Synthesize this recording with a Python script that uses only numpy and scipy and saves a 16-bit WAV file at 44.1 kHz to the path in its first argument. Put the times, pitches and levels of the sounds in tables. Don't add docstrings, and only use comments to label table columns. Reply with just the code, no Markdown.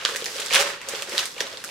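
import sys
import numpy as np
from scipy import signal
from scipy.fft import rfft, irfft, next_fast_len
from scipy.io import wavfile
from scipy.ndimage import map_coordinates

SR = 44100
rng = np.random.default_rng(int(sys.argv[2]) if len(sys.argv) > 2 else 0)


def dump_mix(stems):
    frames = np.atleast_2d(stems).T
    limited = np.clip(frames, -1, 1)
    pcm = np.round(limited * 32767).astype(np.int16)
    wavfile.write(sys.argv[1], SR, pcm)


def invert_db(x):
    u = np.asarray(x, float) / 20
    return 10 ** u


N = 74970

# frequency in Hz, likeness 0 to 1.
LIKENESS = [(60, 0.68), (240, 1), (950, 0.4), (3770, 0.19), (15000, 0.036)]


def unit(x):
    return x / np.sqrt(np.mean(x ** 2) + 1e-20)


def along(points, hz):
    f, v = np.transpose(points)
    return np.interp(np.log(hz + 1), np.log(f + 1), v)


def wobble(rate_hz):
    return map_coordinates(rng.standard_normal(N // 100), [np.arange(N) * rate_hz / SR])


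def filtered(x, response):
    size = next_fast_len(N + SR // 2)
    spectrum = rfft(x, size) * response(np.fft.rfftfreq(size, 1 / SR))
    return irfft(spectrum, size)[..., :N]


def scatter(start_s, shapes):
    first = np.round(np.asarray(start_s) * SR).astype(int)
    at = first[:, None] + np.arange(shapes.shape[1])
    return np.bincount(at.ravel(), shapes.ravel(), N + SR)[:N]


def flicks(hz, t60_cycles, size):
    turns = np.arange(size) / SR * hz[:, None]
    swell = 1 - np.exp(-turns / 0.6)
    return 2.9 * np.sin(2 * np.pi * turns) * invert_db(-60 * turns / t60_cycles) * swell


def spread(pair, likeness):
    def mix(hz):
        angle = np.arccos(np.clip(along(likeness, hz), -1, 1)) / 2
        return np.array([np.cos(angle), np.sin(angle)])

    mid, side = filtered(pair, mix)
    return np.array([mid + side, mid - side])


def air():
    # frequency in Hz, level in dB per Hz.
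    tone_colour = [(12, -50), (20, -13), (80, -10), (125, -0.5), (282, -2), (400, 2), (520, 3), (880, -120)]
    tone = filtered(rng.standard_normal((2, N)), lambda hz: invert_db(along(tone_colour, hz)))
    return invert_db(-53.5) * unit(spread(tone, [(30, 0.8), (300, 0.66)]))


def room(x):
    # frequency in Hz, t60 in s.
    tail_t60 = [(200, 0.47), (2000, 0.24), (6000, 0.28), (14000, 0.041)]
    # delay in s, level in dB.
    early = [(.001, -3.5), (.0018, -9), (.006, -8), (.008, -11)]
    tail_db, tail_delay_samples = -5.5, 130
    hz, t, z = signal.stft(rng.standard_normal((2, SR // 2)), SR, nperseg=256)
    decay = invert_db(-60 * t / along(tail_t60, hz)[:, None])
    tail = signal.istft(z * decay, SR, nperseg=256)[1]
    after = N - tail_delay_samples - tail.shape[1]
    tail = spread(np.pad(tail, ((0, 0), (tail_delay_samples, after))), LIKENESS)
    answer = invert_db(tail_db) * tail / np.linalg.norm(tail[0])
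    for delay_s, db in early:
        at_s = delay_s * np.exp(rng.normal(0, 0.096)) + abs(rng.normal(0, 0.00008, 2))
        answer[[0, 1], np.round(at_s * SR).astype(int)] += invert_db(db)
    return signal.fftconvolve(x[None], answer, axes=1)[:, :N]


def hands():
    # time in s, effort in dB, brightness at the top in dB, pocket drive in dB.
    grip = [(0, -35.5, -8, -7.5), (.09, -32.5, 6, -4), (.2, -35.5, 5, -10), (.32, -39, 11.5, -3),
            (.39, -32.5, 5.5, -5.5), (0.497, -35, 7.5, -11), (0.546, -17.5, -10.5, -11),
            (0.607, -21.5, -5.5, -7), (0.702, -28.5, 1, -8), (.79, -38.5, -9, -17), (.87, -37.5, -4, -1),
            (0.941, -32.5, 4.5, -6), (1.056, -40, 6, -0.5), (1.196, -27.5, 4.5, -7.5),
            (1.339, -46.5, 12.5, -13), (1.407, -32.5, -3, -0.5), (1.62, -42, 4, -12.5), (1.7, -44, 14.5, 8)]
    s, *columns = np.transpose(grip)
    return [np.interp(np.arange(N) / SR, s, column) for column in columns]


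def crinkle():
    # frequency in Hz, level in dB per Hz.
    film = [(530, -19), (900, -2), (1370, 0.5), (5040, -5), (7580, -10.5), (13500, -22), (16000, -31)]
    grains_per_s, grain_cycles, grain_spread_db = 2000, 6, 4.2
    grain_hz, grain_octaves = 3500, 1.1
    crackle_db, rustle_db = -8, -2.5
    clump_db, flutter_db = 1, 0.79
    effort_db, bright_db, _ = hands()

    luck = rng.random((2, 6000, 3))
    used = np.clip(grains_per_s * N / SR - np.arange(luck.shape[1]), 0, 1)
    beds = []
    for when, pitch, big in luck.transpose(0, 2, 1):
        hz = np.clip(grain_hz * 2 ** (grain_octaves * (pitch * 4 - 2)), 500, 16000)
        size = used * invert_db(-grain_spread_db * np.log(big + 0.09)) * np.sqrt(hz / grain_hz)
        beds.append(scatter(when * N / SR, size[:, None] * flicks(hz, grain_cycles, size=200)))

    def film_response(hz):
        return invert_db(along(film, hz))

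    def grain_response(hz):
        return film_response(hz) * np.sqrt(np.clip(hz / grain_hz, 0.2, 4.5))

    crackle = unit(filtered(np.array(beds), grain_response))
    rustle = unit(filtered(rng.standard_normal((2, N)), film_response))
    bed = invert_db(crackle_db) * crackle + invert_db(rustle_db) * rustle
    top = filtered(bed, lambda hz: hz ** 2 / (hz ** 2 + 6000 ** 2))
    bed = bed + (invert_db(bright_db) - 1) * top
    level_db = effort_db + clump_db * wobble(44.8) + flutter_db * wobble(160)
    return spread(bed, LIKENESS) * invert_db(level_db)


def pocket():
    # frequency in Hz, width in Hz, level in dB.
    pocket_modes = [(321, 93, -10.5), (417.2, 22.6, 3.5), (437.4, 37.3, -0.5), (522, 20, 2.5),
                    (566.5, 30, -1), (661, 56, -8), (792, 79, -8)]
    # start in s, peak in dB, pitch in Hz.
    buckles = [(0.05, -22.5, 503), (0.091, -22, 480), (0.12, -24, 467), (0.15, -24, 530), (0.222, -20, 465),
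               (0.264, -26.5, 447), (0.358, -25, 522), (0.395, -25, 522), (0.515, -21, 515),
               (0.59, -24, 528), (0.887, -23.5, 530), (0.936, -17.5, 489), (1.021, -30, 590),
               (1.086, -27.5, 405), (1.121, -23, 502), (1.144, -22, 557), (1.135, -25.5, 345),
               (1.408, -22, 402), (1.366, -29, 485), (1.407, -22, 513), (1.466, -31.5, 570),
               (1.537, -29, 523)]
    hum_db, push_db, ring_db = -4, 9, -6
    push_t60_s, push_rise_s = 0.022, 0.0042
    effort_db, _, drive_db = hands()

    def resonance(f):
        total = 0
        for k, (hz, width_hz, db) in enumerate(pocket_modes):
            band = 1j * f * width_hz
            total = total + (-1) ** k * invert_db(db) * band / (hz * hz - f * f + band)
        return total

    drive = rng.standard_normal(N) * invert_db(2.2 * wobble(40))
    scale = np.sqrt(np.mean(filtered(drive, resonance) ** 2))
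    hum = filtered(drive * invert_db(effort_db + drive_db + hum_db), resonance) / scale

    s, db, hz = np.transpose(buckles)
    t = np.arange(SR // 5) / SR
    envelope = invert_db(-60 * t / push_t60_s) * (1 - np.exp(-t / push_rise_s))
    push = np.sin(2 * np.pi * hz[:, None] * t) * envelope
    push = scatter(s, invert_db(db + push_db)[:, None] * push)
    return hum + push + invert_db(ring_db) * filtered(push, resonance)


def gape():
    # peak time in s, frequency in Hz, level in dB, t60 in s.
    mouth = [
        (.6, 567, -22, .3),
        (.562, 780, -28, .08),
        (.61, 795, -29, .09),
        (.612, 415, -30, .09),
    ]
    rise_s = 0.017
    t = np.arange(N) / SR
    total = 0
    for peak_s, hz, db, t60_s in mouth:
        before, after = np.minimum(t - peak_s, 0), np.maximum(t - peak_s, 0)
        swell = np.exp(-(before / rise_s) ** 2) * invert_db(-60 * after / t60_s)
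        level = invert_db(db + wobble(40))
        total = total + level * swell * np.sin(2 * np.pi * hz * t + 0.4 * wobble(30))
    return total


def snaps():
    # start in s, peak in dB, pitch in Hz, fizz in dB.
    creases = [(0.0507, -1, 3490.0, -34), (0.0509, -9, 1350, -30), (0.0517, -7, 5200, -28),
               (0.0884, -16, 1210.0, -19), (0.1602, -13, 2100, -12), (0.1663, -18, 5810.0, -8),
               (0.2431, -15, 3450.0, -13), (0.2585, -12, 4780.0, -18), (0.2624, -15, 1980.0, -18),
               (0.3648, -18, 5040.0, -12), (0.3863, -17, 2890.0, -21), (0.4019, -10, 7600, -19),
               (0.4617, -20, 5560, -8), (0.8153, -23, 2100, -14), (0.8874, -17, 6500, -9),
               (0.8947, -22, 7490.0, -8), (0.915, -22, 2280.0, -16), (0.9501, -15, 3200, -23),
               (1.0224, -15, 2800, -11), (1.0952, -25, 5120.0, -8)]
    yank = [(0.5082, -11, 2290, -23), (0.5274, -9, 2840.0, -17), (0.5344, -11, 3490.0, -9),
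            (0.5376, -9, 3830.0, -10), (0.5444, -3, 2540.0, -16), (0.5468, -9, 2370.0, -13),
            (0.5503, -1, 3600, -12), (0.5563, -4, 2300, -24), (0.5588, 0, 3300, -24),
            (0.5628, -6, 2580.0, -21), (0.5654, -8, 1560, -18), (0.568, -10, 2240.0, -16),
            (0.5796, -8, 2840.0, -18), (0.5916, -8, 3100, -20), (0.596, -10, 5120.0, -14),
            (0.6061, -8, 4200, -14), (0.6128, -13, 2930.0, -10), (.6005, -11, 3900, -11),
            (.6102, -11, 2400, -13), (.6185, -14, 2100, -13), (.6255, -15, 1500, -12),
            (0.7018, -19, 1870, -23)]
    late_creases = [(1.1218, -20, 2000, -21), (1.15, -18, 1980.0, -18), (1.1783, -14, 2410.0, -19),
                    (1.1798, -2, 3830.0, -26), (1.1911, -9, 3140.0, -16), (1.1922, -14, 4130, -17),
                    (1.1952, -13, 3300, -19), (1.2033, -13, 6200.0, -21), (1.2557, -16, 4650, -9),
                    (1.3828, -22, 2840.0, -18), (1.4008, -23, 4130.0, -25), (1.4047, -9, 3570.0, -29),
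                    (1.4063, -10, 2000, -22), (1.4064, -9, 5900, -16), (1.4143, -16, 5900, -22),
                    (1.5721, -18, 4050.0, -30), (1.6402, -18, 1480, -12), (1.6463, -18, 9470, -10)]
    # start in s, peak in dB, pitch in Hz.
    ticks = [(0.0015, -27, 3270), (0.0129, -21, 2970), (0.0157, -26, 2950), (0.0208, -26, 1420),
             (0.0583, -10, 1530), (0.0758, -17, 3850), (0.0794, -19, 3400), (0.0902, -16, 1420),
             (0.1248, -22, 3170), (0.1404, -20, 3600), (0.148, -18, 1640), (0.2146, -21, 3880),
             (0.2222, -20, 3270), (0.282, -22, 2110), (0.3295, -23, 5360), (0.3444, -25, 4290),
             (0.3588, -21, 3620), (0.3818, -19, 3730), (0.3984, -17, 3380), (0.4183, -20, 2560),
             (0.4226, -19, 4350), (0.4266, -20, 3510), (0.4504, -23, 3880), (0.4677, -18, 4240),
             (0.4839, -21, 3730), (0.4927, -21, 3790), (0.5016, -21, 3040), (0.5139, -16, 4460),
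             (0.5203, -16, 2480), (0.7349, -23, 2200), (0.7744, -26, 1640), (0.8069, -28, 2840),
             (0.8315, -27, 2200), (0.8474, -27, 1810), (0.8706, -30, 3730), (0.9241, -23, 1380),
             (0.9388, -24, 1890), (0.9569, -20, 5060), (0.9826, -22, 4070), (0.9929, -21, 2990),
             (0.9974, -24, 1850), (1.0289, -20, 1460), (1.0762, -24, 1610), (1.1286, -19, 3360),
             (1.1741, -16, 3920), (1.2304, -18, 1680), (1.2612, -20, 4220), (1.3071, -26, 3810),
             (1.3454, -29, 3550), (1.3642, -26, 2950), (1.3798, -23, 2390), (1.4678, -21, 3600),
             (1.5154, -26, 3290), (1.5284, -24, 4110), (1.5445, -26, 2780), (1.6024, -27, 3290),
             (1.6188, -30, 2800), (1.6778, -27, 4290), (1.6902, -23, 2500), (1.6989, -26, 2500)]
    partners = [(0.95, 0.74), (0.492, 0.19), (1.41, -0.23), (1.84, 0.33)]
    ring_cycles, ring_db = 6.58, 1
    fizz_t60_s, fizz_gain_db, tick_fizz_db = 0.0041, 6, -26.5
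    trail_t60_s, trail_db = 0.13, -17
    thin_hz, fizz_hz, dull_hz = 900, 6500, 9000
    spots = 5

    small = [(s, db, hz, tick_fizz_db) for s, db, hz in ticks]
    s, db, hz, fizz_db = np.transpose(creases + yank + late_creases + small)
    t = np.arange(3000) / SR
    luck = rng.standard_normal((len(s), 3, len(t)))
    fizz = luck[:, :1] + luck[:, 1:]
    fizz = fizz * (invert_db(-60 * t / fizz_t60_s) + invert_db(trail_db - 60 * t / trail_t60_s))
    fizz = fizz * invert_db(db + fizz_db + fizz_gain_db)[:, None, None]
    ring = 0
    for ratio, share in partners:
        ring = ring + share * flicks(np.minimum(hz * ratio, dull_hz), ring_cycles, size=len(t))
    ring = ring * invert_db(db + ring_db)[:, None]

    def dull(f):
        return 1 / (1 + 1j * f / dull_hz - (f / dull_hz) ** 2)

    def thin(f):
        return (1j * f / (thin_hz + 1j * f)) ** 3 * dull(f)

    def bright(f):
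        band = 1j * f * fizz_hz
        return band / (fizz_hz ** 2 - f * f + band) * dull(f)

    out = []
    for k in range(spots):
        at = s[k::spots]
        ports = np.array([scatter(at, fizz[k::spots, port]) for port in range(2)])
        out.append(filtered(scatter(at, ring[k::spots]), thin) + filtered(ports, bright))
    return out


def scene():
    boom = pocket() + gape()
    bed = crinkle()
    sharp = sum(spot + room(spot.mean(0)) for spot in snaps())
    return sharp + boom + bed + room(0.37 * boom + 0.043 * bed.mean(0)) + air()


def low_pass(x):
    return signal.sosfilt(signal.butter(12, 16820, fs=SR, output="sos"), x)


def record(dry):
    # frequency in Hz, left over right in dB.
    port_lean = [(60, -1.5), (240, 0), (950, -1.0), (3770, -2.5), (15000, 0.5)]
    top_hz, edge_hz = 15900, 250
    x = filtered(dry, lambda hz: invert_db(np.outer([0.5, -0.5], along(port_lean, hz))))
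    x = np.clip(x, -1, 1)
    x = filtered(x, lambda hz: np.clip((top_hz - hz) / edge_hz + 0.5, 0, 1))
    return low_pass(x)


dry = scene()
out = record(dry)
dump_mix(out)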